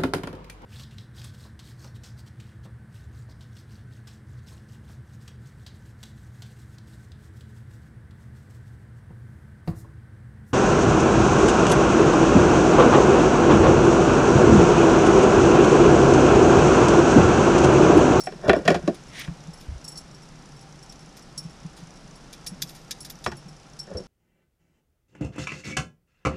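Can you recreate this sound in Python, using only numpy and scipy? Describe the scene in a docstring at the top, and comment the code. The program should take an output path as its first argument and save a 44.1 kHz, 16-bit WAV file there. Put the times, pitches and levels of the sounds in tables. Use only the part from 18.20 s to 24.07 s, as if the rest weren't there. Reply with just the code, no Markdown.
"""On the floor of an aluminium boat on a calm river, fishing gear is handled.
Heavy pieces knock, drag and rattle on ringing hull panels; a pole slides as a light rasp of coloured noise.
Small rings clink and clamps clack on high metal modes; feet and soft loads thud as swelling low sines.
An electric trolling motor hums on its shaft orders and ticks faintly, under steady open-air noise."""
import sys
import numpy as np
from scipy import signal
from scipy.fft import rfft, irfft, next_fast_len
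from scipy.io import wavfile
from scipy.ndimage import uniform_filter1d

SR = 44100
rng = np.random.default_rng(int(sys.argv[2]) if len(sys.argv) > 2 else 0)


def bounce(signal):
    """Save signal as a 16-bit WAV file at the path given by the first command-line argument."""
    frames = np.transpose(np.atleast_2d(signal))
    limited = np.clip(frames, -1, 1)
    pcm = np.round(limited * 32767).astype(np.int16)
    wavfile.write(sys.argv[1], SR, pcm)


N = 258867
TIME = np.arange(N) / SR
BLOW_TIME = TIME[:SR // 3]  # room for one blow and its tail

# Gear striking the hull: (time [s], relative level [dB], hardness [dB], weight [dB],
# favoured ring [Hz], clatter t60 [s])
HULL_KNOCKS = [(0.0708, -24, -6, -36, 744, 0.03), (0.122, -36, -5.5, 6, 428, 0.04),
               (0.238, -29.5, -26, 5, 600, 0.094), (0.281, -10.5, -24, 7.5, 598, 0.061),
               (0.295, -7.5, -2.5, -10.5, 677, 0.035), (0.332, -12, -8, -9.5, 662, 0.021),
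               (0.363, -18.5, -28, 5, 387, 0.15), (0.4527, -26, -8, 10, 620, 0.12),
               (0.4783, -9.5, -2, 4.5, 700, 0.045), (0.503, -11.5, -10.5, 4.5, 573, 0.09),
               (0.5448, -19, -6.5, 6, 703, 0.081), (0.677, -13.5, -14.5, 4, 387, 0.032),
               (1.076, -43, 2.5, 3, 300, 0.037), (5.0626, -24, 4.5, 4, 1170, 0.034),
               (5.1175, -40, 4, 14.5, 870, 0.044), (5.698, -38.5, -30, 8, 547, 0.035),
               (5.714, -32.5, -27, 6.5, 550, 0.021), (5.749, -31, -25, 3.5, 504, 0.17),
               (5.801, -38, -21, 12, 370, 0.026)]
# Hull and deck panel modes: (frequency [Hz], width [Hz], relative level [dB])
HULL_MODES = [(66.6, 11, -10), (172, 32.4, -1), (224, 25, -1), (258.6, 64, -6), (345.6, 14, 3),
              (389, 35, 3), (504.7, 21, -1.5), (596, 47, -2), (657, 37, 0.5), (671.7, 48, 0), (753, 19, -8),
              (882, 21, -12), (1093, 166, -10.5), (1450, 73, -2.5), (1625, 59, -2), (1625, 42, -8),
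              (1685, 84, -14), (1797, 74, -3), (1915, 86, -10), (2317, 38, -6.5), (2360, 110, -15),
              (2793, 72, -13), (2900, 55, -38), (3447, 48, -12), (3850, 87, -19), (4980, 340, -20),
              (5380, 210, -15.5), (7000, 210, -26)]
# Hull registers, boom, body, clang and crack: (low edge [Hz], high edge [Hz])
KNOCK_REGISTERS = [(50, 250), (250, 900), (900, 3200), (3200, 15000)]
# How each hull register answers: (relative level [dB], share of hardness [dB/dB], share of weight [dB/dB])
KNOCK_ANSWER = [(-11, 0.0096, 0.99), (0.5, 0, 0), (0, 0.99, 0), (-13, 0.66, 0.5)]
# Gear dragged over the floor: (start [s], length [s], level [dB])
DRAG_STROKES = [(0.268, 0.092, -24.5), (0.478, 0.079, -30.5), (0.63, 0.045, -41.5), (5.70, 0.069, -44)]
# Pole sliding along other gear: (start [s], length [s], level at the start [dB])
POLE_STROKES = [(0.952, 0.066, -41), (1.034, 0.019, -42.5)]
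# Colour of the pole's rasp: (frequency [Hz], relative level [dB])
POLE_COLOUR = [(900, -26), (1500, -13), (1950, -2), (2600, -10.5), (3300, -9), (4500, -15), (6300, -16),
               (7800, -25), (9500, -21), (11500, -38), (15000, -41)]
# Clamps and pole joints snapping: (time [s], relative level [dB], brightness [dB], chatter t60 [s])
CLAMP_SNAPS = [(0.745, -43, -12, 0.05), (0.993, -42, 6.5, 0.041), (1.401, -49.5, -1, 0.2),
               (2.723, -46, -7, 0.032), (2.968, -48, 1, 0.077), (3.565, -48, -10, 0.21),
               (4.128, -40.5, -3, 0.063), (4.264, -35, 2, 0.057), (4.4198, -25, 3.5, 0.043),
               (4.49, -44, 3.5, 0.11), (4.548, -48, 1, 0.14), (4.709, -28, -2.5, 0.05),
               (4.848, -39, 1.5, 0.065), (4.899, -39, 7, 0.054), (5.041, -36, -20, 0.053)]
# Clamp and joint modes: (frequency [Hz], width [Hz], relative level [dB])
CLAMP_MODES = [(1800, 90, -16), (2420, 39, -7.5), (3420, 45, -7), (3840, 170, -3), (4820, 160, -7.5),
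               (5510, 110, -2.5), (6140, 61, -7), (7170, 62, -7), (9050, 68, 10.5), (9940, 84, 23),
               (10350, 33, -28), (12430, 120, 5), (13070, 280, 7.5), (14100, 110, -20)]
# Clamp registers, middle, low, high and top: (low edge [Hz], high edge [Hz])
CLACK_REGISTERS = [(3500, 7500), (1600, 3500), (7500, 11500), (11500, 14500)]
# How each clamp register answers: (relative level [dB], share of brightness [dB/dB])
CLACK_ANSWER = [(0.5, 0.05), (-10.5, 0.05), (-4, 0), (-12, 1.35)]
# Small metal rings touching: (time [s], relative level [dB], brightness [dB])
RING_TOUCHES = [(0.002, -36, 0.5), (0.034, -41.5, 3.5), (0.056, -40, -0.5), (1.332, -46.5, 2),
                (1.641, -40, 2), (1.677, -35, 3.5), (1.716, -44.5, 3), (1.753, -42, -5),
                (1.772, -37.5, 3.5), (1.943, -48, -3), (2.407, -52, 2), (2.625, -48.5, 1), (2.693, -43, -5),
                (3.175, -31.5, 3), (3.234, -49, -1), (3.952, -52.5, 4), (4.268, -34.5, 4.5),
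                (4.803, -41.5, 6), (5.068, -37, -6), (5.166, -51, 6.5), (5.589, -31.5, -6),
                (5.769, -35, -14)]
# Nominal pitches of the ring modes: (frequency [Hz])
RING_PITCHES = [4500, 5440, 5650, 7680, 7870, 8840, 9800, 10215, 12900, 13800, 14200]
# Damping and strength of the ring modes, in the same order: (width [Hz], relative level [dB])
RING_MODES = [(300, -28.5), (53, 1), (150, -15.5), (85, -10.5), (95, -17), (70, -22), (55, -1), (50, 2.5),
              (90, -10), (45, 3), (40, -9)]
# The ring mode that goes on singing: (frequency [Hz], width [Hz], relative level [dB])
SINGING_MODE = [(5441, 5, -1)]
# Ring registers, from the low mode to the top: (low edge [Hz], high edge [Hz])
CLINK_REGISTERS = [(4000, 6500), (6500, 8800), (8800, 11500), (11500, 15500)]
# How each ring register answers: (relative level [dB], share of brightness [dB/dB])
CLINK_ANSWER = [(0, 0), (-6.5, 0.62), (-9, 1.6), (-25, 1.1)]
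# Feet and soft loads on the floor: (time [s], envelope peak [dB], frequency [Hz])
FLOOR_THUDS = [(0.150, -34.5, 173), (0.634, -24.5, 165), (1.077, -23.5, 161), (1.078, -29.5, 60),
               (1.106, -26.5, 163), (1.278, -27.5, 163), (1.481, -23, 65.6), (1.513, -26.5, 82.6),
               (1.55, -29, 56.4), (3.247, -27, 160), (3.445, -28.5, 164), (3.618, -35, 166),
               (4.314, -30, 184.4), (4.43, -35, 164), (5.251, -35.5, 164), (5.746, -26.5, 79)]
# Motor shaft orders: (multiple of the shaft rate, level [dB])
SHAFT_ORDERS = [(1, -73), (4, -71.5), (5, -55)]
# Faint motor casing tones: (frequency [Hz], width [Hz], relative level [dB])
CASING_MODES = [(630, 31, 2), (784, 8.1, 20.5), (860, 20, -5), (1214, 11, -8), (1343, 94, 9.5),
                (2060, 50, -40.5), (2780, 110, -2), (2940, 40, -14), (5490, 270, -9), (5070, 350, 2.5),
                (9500, 1000, -56.5)]
# Colour of the open-air bed: (frequency [Hz], relative level per Hz [dB])
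AIR_COLOUR = [(12, -21), (20, -2), (64, -5), (82, -19), (151, 1.5), (199, -6.5), (319, -11), (409, -14.5),
              (796, -16), (2160, -24.5), (4430, -27.5), (5530, -25), (7300, -32), (9370, -35.5),
              (15000, -60)]
# Course of the open-air bed, before its overall lift: (time [s], level [dB])
AIR_COURSE = [(0.8, -51), (2.04, -53), (3.95, -53), (4.17, -52.5), (5.68, -55)]


def knocks(click_db=19, crack_db=-16, favour_width_hz=45, rebound_s=0.0165, rebound_loss_db=16):
    """Heavy gear strikes the hull and drops back once; each spot favours one ring over the panel modes."""
    out = np.zeros(N)
    for s, db, hardness_db, weight_db, ring_hz, t60 in HULL_KNOCKS:
        ring_db = 6 - 0.33 * hardness_db  # a soft blow brings out its one ring more
        for delay, loss_db in [(0, 0), (rebound_s, rebound_loss_db)]:
            force = contact(t60, swell_s=0.00088, tail_db=-22.5, tail_t60=0.22, grain_db=2.5)
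            force[0] += from_db(click_db)  # the first touch
            panels = resonate(force, HULL_MODES)
            ring = resonate(force, [(ring_hz, favour_width_hz, ring_db)])
            # many dense, quickly damped modes heard as one broad resonance
            crack = lowpass(resonate(force, [(2190, 2200, crack_db)]), 8500, order=2)
            levels_db = registers(KNOCK_ANSWER, db - loss_db, hardness_db, weight_db)
            add(out, s + delay, weigh(panels + ring + crack, KNOCK_REGISTERS, levels_db))
    return out


def friction(drag_hz=850, drag_rough_db=4, slide_rough_db=1.0):
    """Uneven slips: a dull judder through the hull, and the light rasp of the pole."""
    slips = rng.standard_normal(N) * from_db(drag_rough_db * drift(180))
    drag = rms_one(lowpass(resonate(slips, HULL_MODES), drag_hz, order=2))
    rasp = rms_one(coloured(POLE_COLOUR) * from_db(slide_rough_db * drift(600)))
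    # the pole is pressed harder as each push goes on
    sliding = strokes(POLE_STROKES, rise_db_per_s=336, build_db_per_s=104, fall_db_per_s=800)
    return dragging() * drag + sliding * rasp


def rattle(gain_db=-13, per_s=500, spread_db=5):
    """Loose parts of the dragged gear chatter on the upper panel modes in random touches."""
    touched = rng.random(N) < per_s / SR
    direction = np.sign(rng.standard_normal(N))
    strength = from_db(spread_db * np.tanh(rng.standard_normal(N)))
    upper = [mode for mode in HULL_MODES if mode[0] > 1000]
    return from_db(gain_db) * dragging() * rms_one(resonate(touched * direction * strength, upper))


def dragging():
    """Pressure of the dragged gear, as a gain in time."""
    return strokes(DRAG_STROKES, rise_db_per_s=334, build_db_per_s=0, fall_db_per_s=260)


def clacks(gain_db=2.0, click_db=12, snap_db=-14):
    """Held metal parts snap together: many damped modes and a bright burst."""
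    out = np.zeros(N)
    for s, db, bright_db, t60 in CLAMP_SNAPS:
        force = contact(t60, swell_s=0.0019, tail_db=-35.5, tail_t60=0.83, grain_db=4.0)
        force[0] += from_db(click_db)  # the first touch
        sound = resonate(force, CLAMP_MODES) + from_db(snap_db) * force
        add(out, s, weigh(sound, CLACK_REGISTERS, registers(CLACK_ANSWER, db, bright_db)))
    return from_db(gain_db) * out


def clinks(touches, tick_db=-26, tick_per_brightness=0.7, detune=0.0046):
    """Small rings of slightly unequal size graze each other: they swell briefly and sing on high modes."""
    out = np.zeros(N)
    for s, db, bright_db in touches:
        force = contact(t60=0.08, swell_s=0.0013, tail_db=-36, tail_t60=0.2, grain_db=-0.5)
        modes = [(hz * (1 + detune * rng.standard_normal()), width, mode_db)
                 for hz, (width, mode_db) in zip(RING_PITCHES, RING_MODES)]
        singing = resonate(force, modes) - resonate(force, SINGING_MODE)
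        # bright touches rattle, dull ones ring almost purely
        tick = from_db(tick_db + tick_per_brightness * bright_db) * force
        add(out, s, weigh(singing + tick, CLINK_REGISTERS, registers(CLINK_ANSWER, db, bright_db)))
    return out


def stirs(per_s=2.7, mean_db=-51, spread_db=3):
    """Dangling rings brush each other faintly at random: (time [s], level [dB], brightness [dB])."""
    draws = rng.random((40, 2))
    times = np.cumsum(.5 + draws[:, 0]) / per_s
    levels_db = mean_db + spread_db * (2 * draws[:, 1] - 1)
    return [(s, db, 0) for s, db in zip(times, levels_db) if s < TIME[-1]]


def thuds(swell_s=0.012):
    """A soft load swells into one low floor mode, which the water damps."""
    out = np.zeros(N)
    age = BLOW_TIME / swell_s
    envelope = (age * np.exp(1 - age)) ** 2.37  # reaches one at swell_s
    for s, db, hz in FLOOR_THUDS:
        add(out, s, from_db(db) * envelope * np.sin(2 * np.pi * hz * BLOW_TIME))
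    return out


def motor(shaft_hz=29.34, hum_waver_db=6.0, whine_db=-61, tick_db=-61, tick_spread_db=4.5, tick_s=0.0039):
    """Low shaft orders, noise-driven casing tones, and an uneven brush tick on every turn."""
    turns = np.cumsum(shaft_hz * (1 + 0.04 * drift(25))) / SR
    hum = 0
    for order, db in SHAFT_ORDERS:
        wavering = np.sin(2 * np.pi * order * turns) * from_db(hum_waver_db * drift(22))
        hum = hum + from_db(db) * rms_one(wavering)
    whine = from_db(whine_db) * rms_one(resonate(rng.standard_normal(N), CASING_MODES))
    since_tick = ((turns + 0.025 * drift(19)) % 1) / shaft_hz  # s, with uneven timing
    strength = from_db(tick_spread_db * np.tanh(drift(29.7)))
    sparks = rng.standard_normal(N) * np.exp(-since_tick / tick_s) * strength
    ticks = rms_one(resonate(sparks, [(5730, 500, -3), (7450, 350, -11), (9920, 270, -8.5)]))
    return hum + whine + from_db(tick_db) * lowpass(ticks, 9660, order=4)


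def open_air(lift_db=7.0, top_hz=13500):
    """Steady coloured noise with a slowly changing level is the bed behind the boat."""
    return from_db(lift_db) * level(AIR_COURSE) * lowpass(coloured(AIR_COLOUR), top_hz, order=8)


def contact(t60, swell_s, tail_db, tail_t60, grain_db):
    """Uneven micro-bounces and reflections between the hull sides, then a faint tail."""
    size = len(BLOW_TIME)
    fade = from_db(-60 * BLOW_TIME / t60) + from_db(tail_db - 60 * BLOW_TIME / tail_t60)
    unevenness = rms_one(lowpass(rng.standard_normal(size), 770, order=2))
    bounces = rms_one(from_db(grain_db * unevenness))
    return rng.standard_normal(size) * bounces * fade * (1 - np.exp(-BLOW_TIME / swell_s))


def registers(response, db, *manner):
    """Level of each register from a blow's strength and the manner in which it lands."""
    response = np.array(response)
    return db + response[:, 0] + response[:, 1:] @ np.array(manner)


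def weigh(sound, bands_hz, levels_db):
    """Where a blow lands decides how much each register takes: dB over its loudest 10 ms."""
    out = 0
    for edges, db in zip(bands_hz, levels_db):
        band = signal.sosfilt(signal.butter(3, edges, "band", fs=SR, output="sos"), sound)
        loudest = np.sqrt(uniform_filter1d(band ** 2, size=SR // 100).max())
        out = out + from_db(db) * band / loudest
    return out


def resonate(x, modes):
    """Parallel two-pole resonances of (frequency [Hz], width [Hz], level [dB]), signs alternating."""
    out = 0
    for k, (hz, width, db) in enumerate(modes):
        r = np.exp(-np.pi * width / SR)  # a wider mode dies sooner
        poles = [1, -2 * r * np.cos(2 * np.pi * hz / SR), r * r]
        ringing = signal.lfilter([1, 0, -1], poles, x + 1e-18)
        out = out + (-1) ** k * from_db(db) * (1 - r * r) / 2 * ringing
    return out


def strokes(rows, rise_db_per_s, build_db_per_s, fall_db_per_s):
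    """Gain of pushes (start [s], length [s], level [dB]): each sets in, holds or builds, and lets go."""
    gain = 0
    for start, length, db in rows:
        age = TIME - start
        attack = rise_db_per_s * np.minimum(age, 0)
        hold = build_db_per_s * np.clip(age, 0, length)
        release = -fall_db_per_s * np.maximum(age - length, 0)
        gain = np.maximum(gain, from_db(db + attack + hold + release))
    return gain


def coloured(points):
    """Steady unit-power noise shaped through points of (frequency [Hz], level [dB])."""
    hz, db = np.transpose(points)
    size = next_fast_len(N)
    bins = np.maximum(np.fft.rfftfreq(size, 1 / SR), 1)
    shape = from_db(np.interp(np.log(bins), np.log(hz), db))
    return rms_one(irfft(rfft(rng.standard_normal(size)) * shape, size)[:N])


def drift(per_s):
    """Random wander of unit power, with straight lines between per_s new values a second."""
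    knots = rng.standard_normal(4096)
    return rms_one(np.interp(TIME * per_s, np.arange(len(knots)), knots))


def lowpass(x, hz, order):
    """Butterworth low-pass."""
    return signal.sosfilt(signal.butter(order, hz, fs=SR, output="sos"), x)


def level(rows):
    """Gain in time through points of (time [s], level [dB])."""
    return from_db(np.interp(TIME, *np.transpose(rows)))


def from_db(db):
    """Decibels to amplitude."""
    return 10 ** (np.asarray(db) / 20)


def rms_one(x):
    """Scale to unit power."""
    return x / np.sqrt(np.mean(x ** 2) + 1e-20)


def add(out, s, sound):
    """Mix a sound in at time s."""
    start = max(0, round(s * SR))
    out[start:start + len(sound)] += sound[:N - start]


def scene():
    """Everything reaches the deck as one centred sound."""
    gear = knocks() + friction() + rattle() + clacks() + clinks(RING_TOUCHES + stirs())
    boat = gear + thuds() + motor() + open_air()
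    return np.array([boat, boat])


def record(dry):
    """The loudest peaks are rounded and the top is cut."""
    rounded = 1.208 * np.tanh(dry / 1.398)
    return signal.sosfilt(signal.ellip(10, .2, 90, 15200, fs=SR, output="sos"), rounded)


dry = scene()
out = record(dry)
bounce(out)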